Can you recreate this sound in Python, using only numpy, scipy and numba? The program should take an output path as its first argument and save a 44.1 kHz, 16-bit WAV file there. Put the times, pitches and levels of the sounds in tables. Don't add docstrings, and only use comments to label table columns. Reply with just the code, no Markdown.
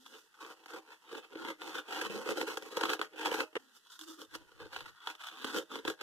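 import sys
import numpy as np
from scipy import signal
from scipy.fft import rfft, irfft, next_fast_len
from scipy.io import wavfile
from scipy.ndimage import uniform_filter1d, map_coordinates
from numba import njit

SR = 44100
rng = np.random.default_rng(int(sys.argv[2]) if len(sys.argv) > 2 else 0)


def store_pcm(level_fs):
    pcm = np.round(np.clip(level_fs, -1, 1) * 32767).astype(np.int16)
    wavfile.write(sys.argv[1], SR, np.atleast_2d(pcm).T)


N = 265482
SIZE = next_fast_len(N + SR // 2, real=True)
FREQS = np.fft.rfftfreq(SIZE, 1 / SR)
TIME = np.arange(N) / SR

# (time [s], relative crack level [dB], thump relative to crack [dB],
# fizz relative to crack [dB], build-up time constant [s])
CATCHES = [(0.064, -49.5, -14, -14, 0.0039), (0.4494, -49.0, -9, -25, 0.0026),
           (0.639, -57, -22, -17, 0.0038), (0.6596, -50.5, -6, -11, 0.00061),
           (1.151, -43.5, -7, -23, 0.003), (1.3548, -48, 9, -21, 0.00046), (1.4488, -42.5, 2, -21, 0.00083),
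           (1.6183, -41.5, -15, -24, 0.00036), (1.6764, -46.0, -5, -13.0, 0.0005),
           (1.7532, -45, -6, -15.0, 0.0025), (2.016, -33.5, -0.5, -13, 0.0039),
           (2.0981, -44, 6, -16, 0.0005), (2.3067, -43, 0, -5, 0.0021), (2.413, -31.5, -7, -16, 0.00058),
           (2.5721, -34.5, -3.5, -12, 0.00085), (2.6233, -50, 5, -8.5, 0.00058),
           (2.7709, -33.0, 4, -11, 0.0026), (2.8116, -33, -1.5, -13.5, 0.003),
           (2.8361, -28, -3, -17.5, 0.0033), (2.8553, -32.5, -5, -16, 0.0025),
           (2.894, -32, -5, -23, 0.0022), (2.902, -30.5, -7, -14.5, 0.0048),
           (2.934, -30.5, -13, -11.5, 0.003), (2.993, -37.5, -2, -19, 0.00041),
           (3.0144, -32, -3.5, -16.5, 0.00039), (3.2593, -31.5, -8, -13, 0.0042),
           (3.315, -35.5, 1.5, -16, 0.00046), (3.343, -37.5, -6, -10.5, 0.0043),
           (3.3832, -49.5, 8.5, -21, 0.00059), (3.4051, -30.5, -9.5, -17.5, 0.0033),
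           (3.9917, -51, -25.0, -3.0, 0.00044), (4.0122, -48.5, -15, -5, 0.00046),
           (4.3524, -40.5, -1.5, -8, 0.0024), (4.7297, -49, -4, -31, 0.00059),
           (4.7625, -35.5, -29, -19, 0.00044), (4.8065, -42, -10, -17, 0.00054),
           (5.0724, -33, -16, -20.0, 0.001), (5.1513, -50, -17.5, -14, 0.0005),
           (5.2375, -46, -41, -14, 0.00056), (5.271, -45, -31.0, -9.5, 0.003),
           (5.4452, -33.5, -2.5, -15.0, 0.00066), (5.5638, -41.5, 0, -9, 0.0035),
           (5.7555, -38.5, -1.0, -17, 0.0005), (5.8506, -37.5, 0, -19, 0.00046),
           (5.8794, -29.0, 0, -17, 0.0027), (5.8997, -35.5, -6, -13.5, 0.00054),
           (6.0113, -42, 0.0, -10, 0.00046)]


def amp(db):
    return 10 ** (np.asarray(db) / 20)


def unit(x):
    return x / np.sqrt(np.mean(np.abs(x) ** 2) + 1e-20)


def along(points):
    hz, value = np.transpose(points)
    return np.interp(np.log(FREQS + 1), np.log(hz + 1), value)


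def wobble(rate):
    knots = rng.standard_normal(int(N * rate / SR) + 4)
    return map_coordinates(knots, [TIME * rate])


def filtered(x, response):
    return irfft(rfft(x, SIZE) * response, SIZE)[..., :N]


def colour(points, rings=()):
    level_db = along(points)
    for hz, width_hz, db in rings:
        level_db = level_db + db / (1 + (2 * (FREQS - hz) / width_hz) ** 2)
    cepstrum = irfft(np.log(amp(level_db) + 1e-6), SIZE)
    cepstrum[1:SIZE // 2] *= 2
    cepstrum[SIZE // 2 + 1:] = 0
    return unit(np.exp(rfft(cepstrum)))


def stereo(mid, side):
    return np.array([mid + side, mid - side])


@njit
def resonate(x, hz, width_hz):
    y = np.zeros(len(x))
    r = np.exp(-np.pi * width_hz / SR)
    for i in range(2, len(x)):
        drive = x[i] - x[i - 2]
        y[i] = 2 * r * np.cos(2 * np.pi * hz[i] / SR) * y[i - 1] - r * r * y[i - 2] + drive
    return y


def effort():
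    # (start [s], length [s], relative rasp level [dB],
    # swell from start to end [dB], drumming relative to rasp [dB], fizz relative to rasp [dB])
    surges = [(0.0, 0.13, -68, 5, -2, -2), (0.139, 0.03, -56.5, -4, -3.5, -11.5),
              (0.185, 0.064, -66, -8, -7, -3.5), (0.339, 0.0055, -66.5, 11.5, -25, -12.5),
              (0.41, 0.12, -54, -3, -5, -11), (0.554, 0.1, -68, -1, -4, -15.0),
              (0.693, 0.0065, -53.5, 1, -9, -10), (0.736, 0.048, -50.0, -3.5, -1, -13.5),
              (0.816, 0.074, -68.5, 16, -4.0, -17), (0.907, 0.025, -53.5, 0.5, -12.5, -14.5),
              (1.047, 0.055, -59, 13, -7.5, -17), (1.12, 0.066, -51.0, -4, 1.5, -13),
              (1.247, 0.0084, -57, -7, -6, -17.0), (1.318, 0.11, -56, 12.5, 2.5, -15),
              (1.455, 0.053, -44, -1.5, 1, -14.5), (1.615, 0.094, -48, 3.5, -3.5, -12.5),
              (1.743, 0.052, -45, -5.5, -5, -12.5), (1.885, 0.18, -43, 3, -5, -13.5),
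              (2.111, 0.11, -46.5, -3.0, 3.5, -11), (2.269, 0.047, -40, 1, 4.5, -12.5),
              (2.366, 0.067, -43.5, -1, 2.0, -10), (2.479, 0.076, -46.5, -11.5, -0.5, -9),
              (2.582, 0.17, -56, 6.5, -0.5, -9), (2.763, 0.18, -43.5, 5.5, -1.5, -13),
              (3.026, 0.022, -48, -2, -4, -13.5), (3.124, 0.014, -59.5, 11.5, 2.5, -19.0),
              (3.183, 0.091, -40, 6.5, -5, -14), (3.327, 0.098, -42.0, -1.5, -1.5, -11.5),
              (3.58, 0.12, -69.5, -4, -3.0, -10.0), (3.752, 0.024, -63.5, -3, -16, -2.5),
              (3.86, 0.01, -62.5, 6, -25, -8.0), (3.919, 0.045, -59, -3.5, -31, -2),
              (3.992, 0.041, -59, 8, -10, -2.5), (4.082, 0.071, -58.5, -3.5, 1.5, -2.5),
              (4.19, 0.033, -56.5, 5.0, -1, -6.5), (4.325, 0.026, -51, 7, -10.5, -10.5),
              (4.397, 0.19, -66.5, -5, -3.5, -15.5), (4.599, 0.055, -55.5, -2.5, -1.5, -16.5),
              (4.734, 0.09, -47.5, -10, -9.5, -15.0), (4.862, 0.039, -52, -6, -11.5, -15.5),
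              (4.92, 0.13, -62.5, 13, -24, -17.0), (5.051, 0.062, -48, 5.5, -15.5, -13.5),
              (5.203, 0.089, -49.5, 2.5, -33, -13), (5.314, 0.111, -52.5, 6.5, -10.5, -14.5),
              (5.447, 0.12, -45.5, 2, -7, -13.0), (5.535, 0.053, -40, 4.5, 1, -10.0),
              (5.716, 0.07, -47, -1.5, -1, -14), (5.866, 0.045, -44.5, 3, 0, -11.5),
              (6.008, 0.014, -45.5, 16, -3, -21)]
    # (rasp, drumming, fizz), relative levels [dB]
    slide_db = (-74, -90.5, -82)
    attack_s, release_s = 0.034, 0.038
    power = amp(slide_db)[:, None] ** 2 * np.ones(N)
    for start, length, db, swell_db, drum_db, fizz_db in surges:
        reach = length / 2 + 4 * (attack_s + release_s)
        near = np.abs(TIME - start - length / 2) < reach
        t = TIME[near] - start
        fade = np.maximum(-t, 0) / attack_s + np.maximum(t - length, 0) / release_s
        swell = swell_db * (np.clip(t / length, 0, 1) - 0.5)
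        level = amp(db + swell - 20 * fade)
        power[:, near] += (amp([[0], [drum_db], [fizz_db]]) * level) ** 2
    return 10 * np.log10(power)


def fibres(rate, spread_db, life, clump_db, rub, slip_rate, slip_life, slip_db):
    snap_db = spread_db * np.minimum(rng.standard_normal(N), 2)
    sizes = (rng.random(N) < rate / SR) * amp(snap_db)
    power = signal.lfilter([1], [1, -np.exp(-1 / (life * SR))], sizes ** 2)
    slip_starts = 1.0 * (rng.random(N) < slip_rate / SR)
    slips = signal.lfilter([1], [1, -np.exp(-1 / (slip_life * SR))], slip_starts)
    strength = np.sqrt(power / power.mean() + abs(rub))
    return unit(strength * amp(clump_db * wobble(70) + slip_db * np.tanh(slips)))


def catches(levels_db, t60, scatter):
    fray_s = 0.011
    lead = SR // 20
    force = np.zeros((2, N + SR))
    t = np.arange(-lead, 2 * lead) / SR
    for (s, *_, build_s), db in zip(CATCHES, levels_db):
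        decay = amp(-60 * np.maximum(t, 0) / t60)
        build_up = np.exp(np.minimum(t, 0) / build_s)
        spray = rng.standard_normal((2, len(t))) * decay * build_up
        spray *= scatter * (1 + build_s / fray_s) / np.linalg.norm(spray[0])
        spray[0, lead] += 1
        event = spray / np.linalg.norm(spray, axis=1, keepdims=True)
        force[:, round(s * SR):][:, :len(t)] += amp(db) * event
    return force[:, lead:lead + N]


def wander(force, depth_db):
    spectrum = signal.stft(force, nperseg=1024)[2]
    field = rng.standard_normal(spectrum.shape[1:])
    for size in (3, 4):
        field = uniform_filter1d(field, size=size, axis=0)
        field = uniform_filter1d(field, size=2 * size, axis=1)
    gain = unit(amp(depth_db * unit(field)))
    return signal.istft(spectrum * gain, nperseg=1024)[1][:, :N]


def rasp(force, side_db, body_hz, deep_hz, high_hz):
    # (frequency [Hz], relative density [dB])
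    mid_spectrum = [(360, -44), (620, -19.5), (676, -11.5), (907, -1), (1030, -2.5), (1420, 1.5),
                    (1660, -4), (1770, -10.5), (1910, -13.5), (2210, -24), (2610, -18), (3130, -4),
                    (3470, -5.5), (4380, -17), (4900, -64), (6370, -49), (10800, -120)]
    side_spectrum = [(360, -26), (620, -14.5), (706, -7.5), (818, -12), (955, -15.5), (1090, -22.5),
                     (1260, -32), (1450, -7), (1800, -5.5), (2080, 1), (2270, -3), (2970, -8.5),
                     (3470, -15), (4340, -5), (4900, -10), (6370, -72), (10800, -120)]
    # (frequency [Hz], width [Hz], level change [dB])
    rings = [(621, 12, 13), (774, 35, 6.5), (898, 14, 3.5), (946, 110, 3.5), (1093, 26, 5), (1252, 22, 3),
             (1422, 170, 3), (1628, 29, 6), (1867, 32, 4.5), (2590, 85, 8), (2560, 20, -2.5), (2873, 27, 6),
             (2998, 98, 5.5), (3357, 123, 5), (3590, 44, 7.5), (3960, 107, 6)]
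    # (time [s], low edges raised and high edge lowered by [dB])
    slack = [(0, -3.5), (.6, 3.5), (1.5, 1.5), (2.1, 3.5), (2.85, 1.5), (3.45, 6), (3.9, -8.5), (4.5, 2),
             (5.1, -1), (5.55, -1.5), (6.02, 0.5)]
    slack_db = np.interp(TIME, *np.transpose(slack))

    def band(hz, width_hz):
        return filtered(force, np.exp(-((FREQS - hz) / width_hz) ** 2))

    low_edges = band(body_hz, 255) + band(deep_hz, 570)
    high_edge = band(high_hz, 500)
    mid, side = force + (amp(slack_db) - 1) * low_edges + (amp(-slack_db) - 1) * high_edge
    mid = filtered(mid, colour(mid_spectrum, rings))
    return stereo(mid, amp(side_db) * filtered(side, colour(side_spectrum, rings)))


def hum_spells():
    # (start [s], length [s], pitch [Hz], glide from start to end [Hz],
    # share of the drumming [0-1])
    hums = [(0, .08, 253.7, 14.5, 0.86), (1.361, .36, 318.2, 19, 0.57), (2.1, 0.0619, 197, 10, 0.29),
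            (3.592, 0.13, 275, -26, 0.8), (3.998, .17, 312, 17, 0.97), (4.336, 0.085, 322, -7.5, 0.67),
            (5.363, 0.14, 252, 22, 0.69), (5.73, 0.055, 266, 11.5, 0.48)]
    rest_hz, rest_share = 299.4, 0.028
    ease_s = 0.087
    pitch, share = np.full(N, rest_hz), np.full(N, rest_share)
    for start, length, hz, glide_hz, spell_share in hums:
        t = TIME - start
        presence = np.clip(1 + np.minimum(t, length - t) / ease_s, 0, 1)
        target_hz = hz + glide_hz * np.clip(t / length, 0, 1)
        pitch += np.minimum(2 * presence, 1) * (target_hz - pitch)
        share += presence * (spell_share - share)
    return pitch, np.clip(share, 0, 1)


def drumming(force, side_db, moving_db, moving_width_hz, low_hz):
    # (frequency [Hz], width [Hz], relative level [dB])
    sheet = [(323.8, 33.8, 0.5), (437.5, 53.3, 2.5), (523, 67, -1), (169, 10, -21.5)]
    modes = 0
    for k, (hz, width_hz, db) in enumerate(sheet):
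        damping = 1j * FREQS * width_hz
        modes = modes + (-1) ** k * amp(db) * damping / (hz * hz - FREQS ** 2 + damping)
    pitch, share = hum_spells()
    moving_force = force * np.sqrt(share - share ** 4)
    moving = np.array([resonate(f, pitch, float(moving_width_hz)) for f in moving_force])
    moving = moving * np.sqrt(np.pi * moving_width_hz / SR / 2)
    band = colour([(60, -22), (low_hz, -4), (320, 0), (380, -4), (430, 0), (540, 0), (660, -9), (1200, -30)])
    fixed_modes = filtered(force * np.sqrt(1 - share), unit(modes))
    mid, side = filtered(fixed_modes + amp(moving_db) * moving, band / np.abs(band).max())
    side_tilt = amp(along([(180, 15), (330, 1.0), (500, -3.5)]))
    return stereo(mid, amp(side_db) * filtered(side, side_tilt))


def fizz(force, diffuse_db, echo_db, count=8):
    # (frequency [Hz], relative density [dB])
    fizz_spectrum = [(3500, -20), (4600, 0), (5600, 1), (6600, -1.5), (8000, -3), (10000, -8), (12000, -7),
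                     (14800, -10), (16000, -29)]
    lag_s = 14 / SR
    left, right = stereo(force[0], -amp(diffuse_db) * force[1])
    left = filtered(left, np.exp(-2j * np.pi * FREQS * lag_s))
    echoes = np.zeros((2, SIZE))
    for ear in echoes:
        delays = rng.integers(SR // 1000, SR // 100, count)
        ear[delays] = amp(echo_db) * rng.choice([-1, 1], count) / np.sqrt(count)
    return filtered(np.array([left, right]), colour(fizz_spectrum) * unit(1 + rfft(echoes)))


def hum(drum_db, waver, flutter_db):
    pitch, share = hum_spells()
    phase = 2 * np.pi * np.cumsum(pitch * (1 + waver * wobble(90))) / SR
    level = share ** 2 * amp(drum_db + flutter_db * wobble(50))
    return level * stereo(np.sin(phase), 0.57 * np.cos(phase))


def cutting(levels_db):
    shared_waver_db, drum_waver_db = 1.0, 1.5
    rasp_db, drum_db, fizz_db = levels_db + shared_waver_db * wobble(40)
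    _, crack_db, thump_db, spit_db, _ = np.transpose(CATCHES)
    grain = fibres(rate=650, spread_db=4.0, life=0.0013, clump_db=1, rub=0.46,
                   slip_rate=38, slip_life=0.0039, slip_db=5.0)

    def snaps(db):
        return amp(db) * grain * rng.standard_normal((2, N))

    drum_db = drum_db + drum_waver_db * wobble(30)
    scrape = wander(snaps(rasp_db), depth_db=3)
    cracks = catches(crack_db + 23.5, t60=0.025, scatter=1.48)
    body = rasp(scrape + cracks, side_db=-5.0, body_hz=760, deep_hz=2390, high_hz=3690)
    thumps = catches(crack_db + thump_db + 24.5, t60=0.024, scatter=0.58)
    sheet_sound = drumming(snaps(drum_db + 0.5) + thumps, side_db=-7.0, moving_db=-2.5,
                           moving_width_hz=52, low_hz=203)
    spits = catches(crack_db + spit_db + 25, t60=0.028, scatter=2.3)
    fine = fizz(snaps(fizz_db) + spits, diffuse_db=-1.5, echo_db=-4.5)
    return body + sheet_sound + fine + hum(drum_db + 5.0, waver=0.049, flutter_db=3.5)


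def kitchen(x, t60):
    t = np.arange(SR // 2) / SR
    tail = rng.standard_normal((2, len(t))) * amp(-60 * t / t60) * (t > 0.004)
    tail = tail / np.linalg.norm(tail[0])
    mid_side = stereo(*x) / 2
    return stereo(*signal.fftconvolve(mid_side, tail, axes=1)[:, :N])


def rumble(drum_db, side_db):
    # (frequency [Hz], relative density [dB])
    rumble_spectrum = [(20, -3.5), (55, -7.5), (90, 1.5), (130, -4.5), (180, -6), (260, -23), (600, -78)]
    # (peak time [s], half length [s], relative level [dB])
    swell_table = [(1.45, 0.029, -82), (2.42, .02, -75), (3.565, .012, -78), (4.38, 0.054, -74),
                   (4.62, 0.046, -69), (4.82, 0.071, -73), (5.88, 0.018, -64)]
    steady_db, follow_db = -104, -46.5
    swells = sum(amp(db) * np.exp(-((TIME - s) / half) ** 2 / 2) for s, half, db in swell_table)
    envelope = amp(steady_db) + amp(drum_db + follow_db) + swells
    _, crack_db, thump_db, *_ = np.transpose(CATCHES)
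    noise = rng.standard_normal((2, N)) * envelope * amp(-2 + 1.1 * wobble(19))
    thumps = catches(crack_db + thump_db - 14.5, t60=0.006, scatter=0.41)
    mid, side = filtered(noise + thumps, colour(rumble_spectrum))
    return stereo(mid, amp(side_db) * side)


def room_tone(db):
    # (frequency [Hz], relative density [dB])
    tone_spectrum = [(20, -9), (64, -31), (200, -9.5), (420, -4), (700, -24), (1400, -4), (1950, -2),
                     (2200, -57), (2630, -4), (3340, -10.5), (4500, -10.5), (14300, -18), (15500, -47)]
    mid, side = filtered(rng.standard_normal((2, N)), colour(tone_spectrum))
    return amp(db) * stereo(mid, 0.88 * side)


def tick_and_burst(stop, side_db, ring_hz, ring_t60, ring_db):
    # (time [s], relative level [dB], 60 dB decay time [s])
    onsets = [(3.529, -55.5, 0.054), (3.5544, -31.5, 0.073), (3.565, -32.5, 0.066)]
    # (frequency [Hz], relative density [dB])
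    burst_spectrum = [(60, -36), (150, -38), (320, -5.5), (450, -3.5), (525, -9), (636, -28), (800, -10.5),
                      (1090, -8.5), (1670, -14.5), (2310, -24.5), (3090, -18.5), (4290, -33),
                      (10200, -43.5), (15000, -53)]
    force = np.zeros((2, N))
    for s, db, t60 in onsets:
        decay = amp(db - 2.5 - 60 * np.abs(TIME - s) / t60) * (TIME >= s)
        force += decay * rng.standard_normal((2, N))
        force[0, round(s * SR)] += amp(db + 10.0)
    mid, side = filtered(force, colour(burst_spectrum))
    t = np.maximum(TIME - onsets[-1][0], 0)
    ring = amp(ring_db - 60 * t / ring_t60) * np.sin(2 * np.pi * ring_hz * t)
    high_pass = signal.butter(2, 280, 'high', fs=SR, output='sos')
    mid = mid + signal.sosfilt(high_pass, ring)
    side_tilt = amp(along([(100, -1), (330, -7), (500, -3), (1200, -20), (2000, 10), (4000, 0)]))
    side = amp(side_db) * filtered(side, side_tilt)
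    ending = np.clip((stop - TIME) / 0.0059, 0, 1)
    return stereo(mid, side) * ending


def scene():
    levels_db = effort()
    cut = cutting(levels_db)
    burst = tick_and_burst(stop=3.58, side_db=1.5, ring_hz=456, ring_t60=0.065, ring_db=-27.5)
    reverberation = amp(-20.5) * kitchen(cut, t60=0.15)
    low = rumble(levels_db[1], side_db=11.5)
    return cut + reverberation + burst + low + room_tone(db=-75.5)


def record(dry):
    # (frequency [Hz], left minus right [dB])
    lean = [(60, -4), (140, 4), (330, -1.5), (500, -1.5), (770, 0), (1100, 0.5), (1400, 2.5), (1790, 3),
            (2150, 1), (2740, -7), (3500, -0.5), (4190, -1), (6410, -3.5), (9810, -5), (15000, 1)]
    top_hz = 15750
    lean_db = along(lean) / 2
    return filtered(dry, amp([lean_db, -lean_db]) * (FREQS < top_hz))


dry = scene()
out = record(dry)
store_pcm(out)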